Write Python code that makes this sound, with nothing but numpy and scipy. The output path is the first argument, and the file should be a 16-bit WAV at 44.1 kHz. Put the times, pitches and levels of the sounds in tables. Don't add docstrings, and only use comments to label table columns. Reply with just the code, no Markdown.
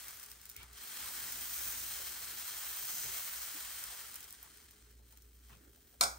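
import sys
import numpy as np
from scipy import signal
from scipy.fft import rfft, irfft, next_fast_len
from scipy.io import wavfile

SR = 44100
rng = np.random.default_rng(int(sys.argv[2]) if len(sys.argv) > 2 else 0)


def int16_out(signal):
    q = np.round(np.clip(np.atleast_2d(signal).T, -1, 1) * 32767)
    wavfile.write(sys.argv[1], SR, q.astype(np.int16))


N = 272538
TIME = np.arange(N) / SR
FULL_VIGOUR_DB = -46.5


def amp(db):
    return 10 ** (np.asarray(db) / 20)


def unit_rms(x):
    return x / np.sqrt(np.mean(x ** 2) + 1e-20)


def at_time(curve):
    return np.interp(TIME, *np.transpose(curve))


def at_hz(curve, hz):
    freq_hz, value = np.transpose(curve)
    return np.interp(np.log(hz + 1e-9), np.log(freq_hz), value)


def filtered(x, response):
    size = next_fast_len(N + SR // 4)
    return irfft(rfft(x, size) * response(np.fft.rfftfreq(size, 1 / SR)), size)[..., :N]


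def coloured(x, spectrum):
    return filtered(x, lambda hz: amp(at_hz(spectrum, hz)))


def band(x, low_hz, high_hz):
    sos = signal.butter(3, [low_hz, min(high_hz, .49 * SR)], "band", fs=SR, output="sos")
    return signal.sosfilt(sos, x + 1e-18)


def resonance(x, hz, width_hz):
    r = np.exp(-np.pi * width_hz / SR)
    feedback = [1, -2 * r * np.cos(2 * np.pi * hz / SR), r * r]
    return signal.lfilter(np.array([1, 0, -1]) * (1 - r * r) / 2, feedback, x + 1e-18)


def narrowed(x, hz, width_hz):
    return unit_rms(resonance(resonance(x, hz, width_hz), hz, width_hz))


def gliding_resonance(x, hz, width_hz):
    r = np.exp(-np.pi * width_hz / SR)
    carrier = np.exp(2j * np.pi * np.cumsum(hz) / SR)
    return 2 * np.real(carrier * signal.lfilter([1 - r], [1, -r], x / carrier))


def decay(t, t60_s):
    return (t >= 0) * np.exp(-np.log(1000) * np.clip(t / t60_s, 0, 10))


def drift(rate_hz):
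    return unit_rms(filtered(rng.standard_normal(N), lambda hz: 1 / (1 + (hz / rate_hz) ** 2)))


def impulses(per_s, spread_db):
    chance = np.clip(per_s / SR, 1e-4, 1)
    sizes = amp(spread_db * np.minimum(rng.exponential(1, N), 4.5)) * rng.choice([-1, 1], N)
    return unit_rms((rng.random(N) < chance) * sizes / np.sqrt(chance))


def reflections(x, t60_s, delay_s):
    t = TIME[:SR // 2]
    echoes = rng.standard_normal(len(t)) * decay(t - delay_s, t60_s)
    return signal.fftconvolve(x, echoes / np.linalg.norm(echoes))[:N]


def panned(x, balance):
    return filtered(x, lambda hz: amp(np.outer([.5, -.5], at_hz(balance, hz))))


# freq_hz, coherence
COHERENCE = [(60, 0.77), (200, 0.79), (500, 0.8), (1300, 0.61), (1620, 0.2), (2050, 1), (2800, 0.3),
             (3200, 0.74), (3500, 0.53), (4130, 0.75), (5300, 0.19), (6100, .6), (7400, 0.22), (8400, 0.79),
             (9500, 0.48), (11000, 1), (12700, 0.68), (14300, 1), (15600, 0.72)]

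def spread(mid, side):
    def mid_share(hz):
        return (1 + np.clip(at_hz(COHERENCE, hz), 0, 1)) / 2
    mid = filtered(mid, lambda hz: np.sqrt(mid_share(hz)))
    side = filtered(side, lambda hz: np.sqrt(1 - mid_share(hz)))
    return np.array([mid + side, mid - side])


# freq_hz, gain_db
RUMBLE_SPECTRUM = [(20, -40), (45, -9), (70, -1.5), (115, 1.5), (155, -3.5), (220, -0.5), (330, -1.5),
                   (420, -4), (600, -14), (1500, -39), (5000, -26.5)]
# centre_hz, width_hz, level_db
DRONE_BANDS = [(54.7, 43, -73.5), (112.6, 19, -80.5), (220, 59, -85.5), (419.2, 10.4, -82)]

def stove_rumble(fizz_db):
    level_db = -71.5 + 1.5 * amp(fizz_db - FULL_VIGOUR_DB) + 2.8 * drift(1.03)
    drone = sum(amp(db) * narrowed(rng.standard_normal(N), hz, width_hz)
                for hz, width_hz, db in DRONE_BANDS)
    mid, side = (amp(level_db) * unit_rms(coloured(rng.standard_normal(N), RUMBLE_SPECTRUM))
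                 for _ in range(2))
    return spread(drone + mid, side)


# start_s, length_s, level_db
HUM_SWELLS = [(0.56, 0.19, -64), (1.09, 1.16, -74), (1.56, 0.16, -67), (3.047, 0.063, -67), (4.2, 0.4, -79),
              (4.8, 0.74, -63.5), (6.01, 0.19, -59)]

def appliance_hum(pitch_hz=59.2, level_db=-74, ramp_s=0.032):
    swells = sum(amp(db) * np.interp(TIME - start_s, [0, ramp_s, length_s, length_s + ramp_s], [0, 1, 1, 0])
                 for start_s, length_s, db in HUM_SWELLS)
    phase = 2 * np.pi * np.cumsum(pitch_hz + 1.17 * drift(5.3)) / SR
    tone = np.sqrt(2) * (np.sin(phase) + amp(-23) * np.sin(2 * phase))
    return tone * (amp(level_db + 4.8 * drift(7.3)) + swells)


# start_s, length_s, centre_hz, width_hz, level_db
RUB_STROKES = [(0.558, 0.0063, 2230, 300, -54.5), (0.563, 0.074, 2310, 300, -62),
               (0.555, 0.075, 1410, 220, -68), (0.562, 0.07, 2700, 1600, -61), (0.56, 0.09, 88, 70, -64),
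               (0.6, 0.049, 900, 1400, -61.5), (0.652, 0.085, 1100, 1400, -68),
               (1.027, 0.096, 750, 1200, -60), (1.592, 0.061, 332, 400, -69), (1.7, 0.06, 1500, 1800, -55),
               (1.994, 0.036, 377, 500, -61.5), (3.04, 0.078, 95, 90, -61), (3.043, 0.16, 597, 800, -62),
               (3.032, 0.17, 1500, 1800, -55), (3.06, 0.046, 330, 300, -65), (3.537, 0.043, 305, 140, -66),
               (3.902, 0.05, 650, 500, -66.5), (4.424, 0.056, 900, 1200, -68),
               (4.983, 0.042, 650, 600, -78.5), (5.123, 0.026, 750, 700, -76),
               (5.495, 0.058, 1050, 1200, -64.5), (5.501, 0.083, 125, 112, -62.5),
               (5.51, 0.054, 2400, 900, -70), (5.533, 0.17, 292, 250, -70.5), (5.577, 0.11, 1510, 700, -76),
               (5.77, 0.023, 646, 400, -79), (5.927, 0.027, 520, 400, -74)]

def ladle_rubs(attack_s=0.0015):
    out = np.zeros(N)
    slips = impulses(per_s=4000, spread_db=2.5)
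    for start_s, length_s, hz, width_hz, db in RUB_STROKES:
        t = TIME - start_s
        stroke = np.clip(t / attack_s, 0, 1) * decay(np.maximum(t - length_s, 0), t60_s=0.019)
        out += amp(db) * stroke * narrowed(slips, hz, width_hz)
    return out


# freq_hz, gain_db
CLATTER_SPECTRUM = [(60, -10), (200, -19), (380, -6.5), (700, -0.5), (1450, 2.5), (1800, -10.5),
                    (2300, 3.5), (3000, -4), (4200, 6), (8800, 5), (10000, 1.5), (10800, 3), (11800, 2.5),
                    (15500, -4.5)]

def metal_shimmer(t, count=60, low_hz=3000, high_hz=11030):
    hz = low_hz + (high_hz - low_hz) * (np.arange(count) + rng.random(count)) / count
    gains = amp(at_hz(CLATTER_SPECTRUM, hz) + 2.4 * rng.standard_normal(count))
    phasors = gains / np.linalg.norm(gains) * np.exp(2j * np.pi * rng.random(count))
    return np.sqrt(2) * phasors @ np.exp(2j * np.pi * np.outer(hz, t))


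# start_s, level_db
CONTACTS = [(6.0093, 0.5), (6.0273, -10), (6.036, -5)]
# pitch_hz, gain_db, t60_s
METAL_MODES = [(560, -11.5, 0.3), (634, -15, 0.22), (686, -2, 0.31), (721, 0, 0.24), (778, -6, 0.31),
               (864, -1.5, 0.19), (984, -0.5, 0.13), (1050, -9, 0.14), (1290, -1, 0.18), (1344, 5, 0.25),
               (1365, -1.5, 0.33), (1430, -5, 0.31), (1500, 0, 0.19), (1590, -12, 0.37), (2015, -8, 0.19),
               (2270, -2.5, 0.26), (2400, -9, 0.19), (3370, -12, 0.27), (3620, -8, 0.22), (3760, -1, 0.22),
               (4060, -7, 0.24), (4130, 11, 0.039), (4300, 14, 0.035), (4560, -6, 0.2), (4760, 3.5, 0.065),
               (5100, -6, 0.22), (5300, -2, 0.2), (5346, 5, 0.23), (5749, -7, 0.27), (5950, -1, 0.11),
               (6640, 2, 0.21), (6954, 2, 0.15), (7060, 1, 0.17), (7630, 5, 0.14), (8100, 6, 0.12),
               (8500, 6, 0.12), (8840, 4, 0.15), (9130, 4, 0.2), (9420, 5, 0.14), (10750, 11, 0.08),
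               (13200, 4, 0.07)]

def ladle_contacts(phase_rad, shimmer):
    out = np.zeros(N)
    for start_s, db in CONTACTS:
        start = round(start_s * SR)
        t = TIME[:N - start]
        clatter = unit_rms(coloured(rng.standard_normal(N), CLATTER_SPECTRUM))[start:]
        crack = amp(-20.5) * clatter * decay(t, t60_s=0.021)
        bright = amp(-40) * np.imag(shimmer[:len(t)] * np.exp(1j * phase_rad)) * decay(t, t60_s=0.21)
        tail = amp(-34.5) * clatter * decay(t, t60_s=0.33)
        tail += amp(-32) * band(clatter, 60, 2330) * decay(t, t60_s=0.39)
        low_noise = unit_rms(resonance(rng.standard_normal(len(t)), hz=198, width_hz=110))
        thud = amp(-53) * low_noise * decay(t, t60_s=0.27)
        ring = sum((-1) ** k * amp(mode_db - 40.5) * np.sin(2 * np.pi * hz * t + phase_rad)
                   * decay(t, t60_s) for k, (hz, mode_db, t60_s) in enumerate(METAL_MODES))
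        attack = 1 - np.exp(-t / 0.00041)
        out[start:] += amp(db) * attack * (crack + bright + tail + thud + amp(db) * ring)
    return out


# freq_hz, side_gain_db
KNOCK_SIDE = [(60, -5), (200, -14), (380, 1), (700, -0.5), (1300, 1.5), (2100, 1), (4400, -0.5), (8200, -8),
              (10500, -13.5), (14000, -28)]
# freq_hz, left_over_right_db
KNOCK_BALANCE = [(250, 0), (700, -5.5), (1000, -2), (1400, -4), (2200, -1), (4200, 1.5), (8000, -1),
                 (10000, 0)]

def ladle_knock():
    shimmer = metal_shimmer(TIME[:SR // 4])
    mid = ladle_contacts(0, shimmer)
    side = coloured(ladle_contacts(-np.pi / 2, shimmer), KNOCK_SIDE)
    return panned(np.array([mid + side, mid - side]), KNOCK_BALANCE)


# start_s, level_db, low_cut_hz
BUBBLES = [(0.0697, -42, 1500), (0.0815, -30.5, 1500), (0.1974, -37, 4040), (0.2289, -35, 1500),
           (0.236, -35, 5000), (0.2608, -38, 3000), (0.2992, -41, 3000), (0.3145, -33, 1200),
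           (0.414, -39, 1200), (0.4542, -34.5, 1200), (0.4648, -44, 1100), (0.4912, -37, 3000),
           (0.497, -31.5, 3030), (0.5137, -39, 1200), (0.5638, -31, 5000), (0.63, -38, 1500),
           (0.7305, -41, 4000), (1.1642, -32, 1500), (1.3214, -25.5, 1500), (3.8382, -28, 1500),
           (4.1415, -32, 3000), (4.156, -30, 6000), (4.1609, -34, 1200), (4.2048, -36, 3000),
           (4.2275, -37, 1500), (4.241, -35, 3000), (4.306, -36, 3000), (4.3251, -33, 5800),
           (4.4279, -32, 8000), (4.572, -44, 1200), (4.6409, -47, 4000), (4.7087, -42, 1200),
           (4.911, -51, 1200), (5.1233, -45, 900), (5.1723, -43.5, 1500), (5.2205, -47, 4000)]
# freq_hz, gain_db
POP_TILT = [(2000, 0), (6000, 1.5), (9500, 1), (14000, 1)]

def bubble_pops(fizz_db, stray_per_s=18, stray_db=-36.5, stray_low_hz=900):
    strays = [(TIME[i], stray_db + fizz_db[i] - FULL_VIGOUR_DB, stray_low_hz)
              for i in np.flatnonzero(rng.random(N) < stray_per_s / SR)]
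    t = TIME[:SR // 20]
    snap = amp(7.5) * (t == 0)
    spit = amp(-14) * decay(t, t60_s=0.015)
    out, noise = np.zeros(N + SR), rng.standard_normal(N + SR)
    for start_s, db, low_cut_hz in list(BUBBLES) + strays:
        span = round((start_s + 0.0011) * SR) + np.arange(len(t))
        out[span] += amp(db) * band(snap + spit * noise[span], low_cut_hz, SR / 2)
    return coloured(coloured(out[:N], STEAM_SPECTRUM), POP_TILT)


TURN_S, FAR_SIDE_S = 1.36, 1.68

def far_side_pass(sigma_s=0.22):
    offset_s = (TIME - FAR_SIDE_S + TURN_S / 2) % TURN_S - TURN_S / 2
    return np.exp(-.5 * (offset_s / sigma_s) ** 2)


# centre_hz, width_hz, gain_db, after_far_side_s, swing_db
HOLLOW_MODES = [(3173, 114, -1, 0.3, -4), (4120, 91, 2, 0.58, 7.5)]
# time_s, hollow_gain_db
LADLE_NEARNESS = [(0, -6), (0.68, -4), (0.77, 5), (0.88, -2), (0.97, 4), (1.12, -7), (2.0, -1), (3.9, -2.5),
                  (4.6, 1)]

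def ladle_hollows(steam, wander=0.011):
    near_db = at_time(LADLE_NEARNESS)
    out = steam.copy()
    for hz, width_hz, db, after_s, swing_db in HOLLOW_MODES:
        away = np.sin(np.pi * (TIME - FAR_SIDE_S - after_s) / TURN_S) ** 2
        centre_hz = hz * (1 + wander * drift(4.7))
        out += amp(db + near_db - swing_db * away) * gliding_resonance(steam, centre_hz, width_hz)
    return out


# freq_hz, gain_db
STEAM_SPECTRUM = [(200, -36), (550, -11.5), (780, -6.5), (950, -6.5), (1250, -1), (1530, 1.5), (1900, -1.5),
                  (2850, -3.5), (4500, -3), (5100, -1.3), (6600, -1.5), (7300, 0), (7750, -1.5),
                  (8450, 2.5), (9300, 0.5), (11000, 2.5), (12300, 5.2), (12750, 1.5), (14400, 5)]

def steam_bursts(per_s):
    bursts = np.array([impulses(per_s, spread_db=3.5) for _ in range(2)])
    hiss = amp(-8.5) * rng.standard_normal((2, N))
    steam = ladle_hollows(coloured(bursts + hiss, STEAM_SPECTRUM))
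    return steam * amp(0.85 * drift(30))


# time_s, level_db
FIZZ_LEVEL = [(0, -54), (0.1, -54.5), (0.19, -57.5), (0.42, -64), (0.6, -62), (0.72, -67.5), (0.77, -56),
              (1.0, -49.5), (1.35, -48.5), (1.73, -47.5), (1.95, -48.5), (2.2, -50.5), (2.48, -48.5),
              (2.75, -48.5), (2.97, -46.5), (3.3, -49), (3.42, -49), (3.6, -50), (3.9, -51), (4.12, -55.5),
              (4.22, -59.5), (4.4, -62.5), (4.7, -67), (4.9, -71), (5.03, -75.5), (5.14, -71.5),
              (5.36, -74.5), (5.5, -67.5), (5.62, -72), (5.97, -72.5)]
# time_s, level_db
DRYING_LEVEL = [(5.0, -71), (5.45, -67.5), (6.1, -66.5)]

def sizzle(fizz_db):
    vigour_db = np.minimum(fizz_db - FULL_VIGOUR_DB, 0)
    far_side = far_side_pass()
    steam = steam_bursts(per_s=16000 * amp(.6 * vigour_db))
    bubbling = filtered(steam, lambda hz: 1 / (1 + (hz / 3200) ** 4))
    spray = filtered(steam, lambda hz: 1 - 1 / (1 + (hz / 10500) ** 8))
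    fizz = steam - bubbling - spray
    singing = far_side * amp(3.5 + 4.8 * vigour_db) * resonance(fizz, hz=6300, width_hz=690)
    spray_db = fizz_db + 5.5 + 0.46 * vigour_db + 2.5 * far_side
    spray_gain = np.hypot(amp(spray_db), amp(at_time(DRYING_LEVEL)))
    bubbling_db = fizz_db - 2.2 + 0.083 * vigour_db
    bubbling_gain = 1 / np.hypot(amp(-bubbling_db), 1 / amp(-51))
    return (amp(fizz_db + 1) * unit_rms(fizz + singing)
            + spray_gain * amp(drift(9.6)) * unit_rms(spray)
            + bubbling_gain * amp(0.53 * drift(12)) * unit_rms(bubbling))


def scene():
    fizz_db = at_time(FIZZ_LEVEL)
    mid, side = sizzle(fizz_db)
    pops_and_rubs = bubble_pops(fizz_db) + ladle_rubs()
    mid += pops_and_rubs
    side += amp(4) * reflections(pops_and_rubs, t60_s=0.023, delay_s=0.00014)
    mid, side = (x + amp(-11) * reflections(x, t60_s=0.078, delay_s=0.00605) for x in (mid, side))
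    return spread(mid, side) + ladle_knock() + stove_rumble(fizz_db) + appliance_hum()


# freq_hz, left_over_right_db
MIC_BALANCE = [(100, -.4), (400, -.5), (700, 3), (900, .5), (1150, 1.2), (1600, -1), (2000, 0), (2700, -.8),
               (3250, 1.8), (3600, .3), (4800, 1.3), (5400, 3), (7200, 1.5), (7800, 3.3), (8600, 0)]
# freq_hz, left_lead_rad
MIC_PHASE = [(200, 0), (1000, .2), (1480, -1.1), (1800, .1), (3100, 1), (4200, .35), (6950, .65),
             (7500, 2.6), (8000, -.2), (8900, -.5), (9900, -2.1), (10600, -3.14), (11900, -3.14),
             (12500, -4.3), (13100, -5.2), (13900, -6.28)]

def record(dry, cutoff_hz=15720):
    heard = panned(dry, MIC_BALANCE)
    heard = filtered(heard, lambda hz: np.exp(1j * np.outer([.5, -.5], at_hz(MIC_PHASE, hz))))
    return signal.sosfilt(signal.ellip(12, .1, 80, cutoff_hz, fs=SR, output="sos"), heard)


dry = scene()
out = record(dry)
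int16_out(out)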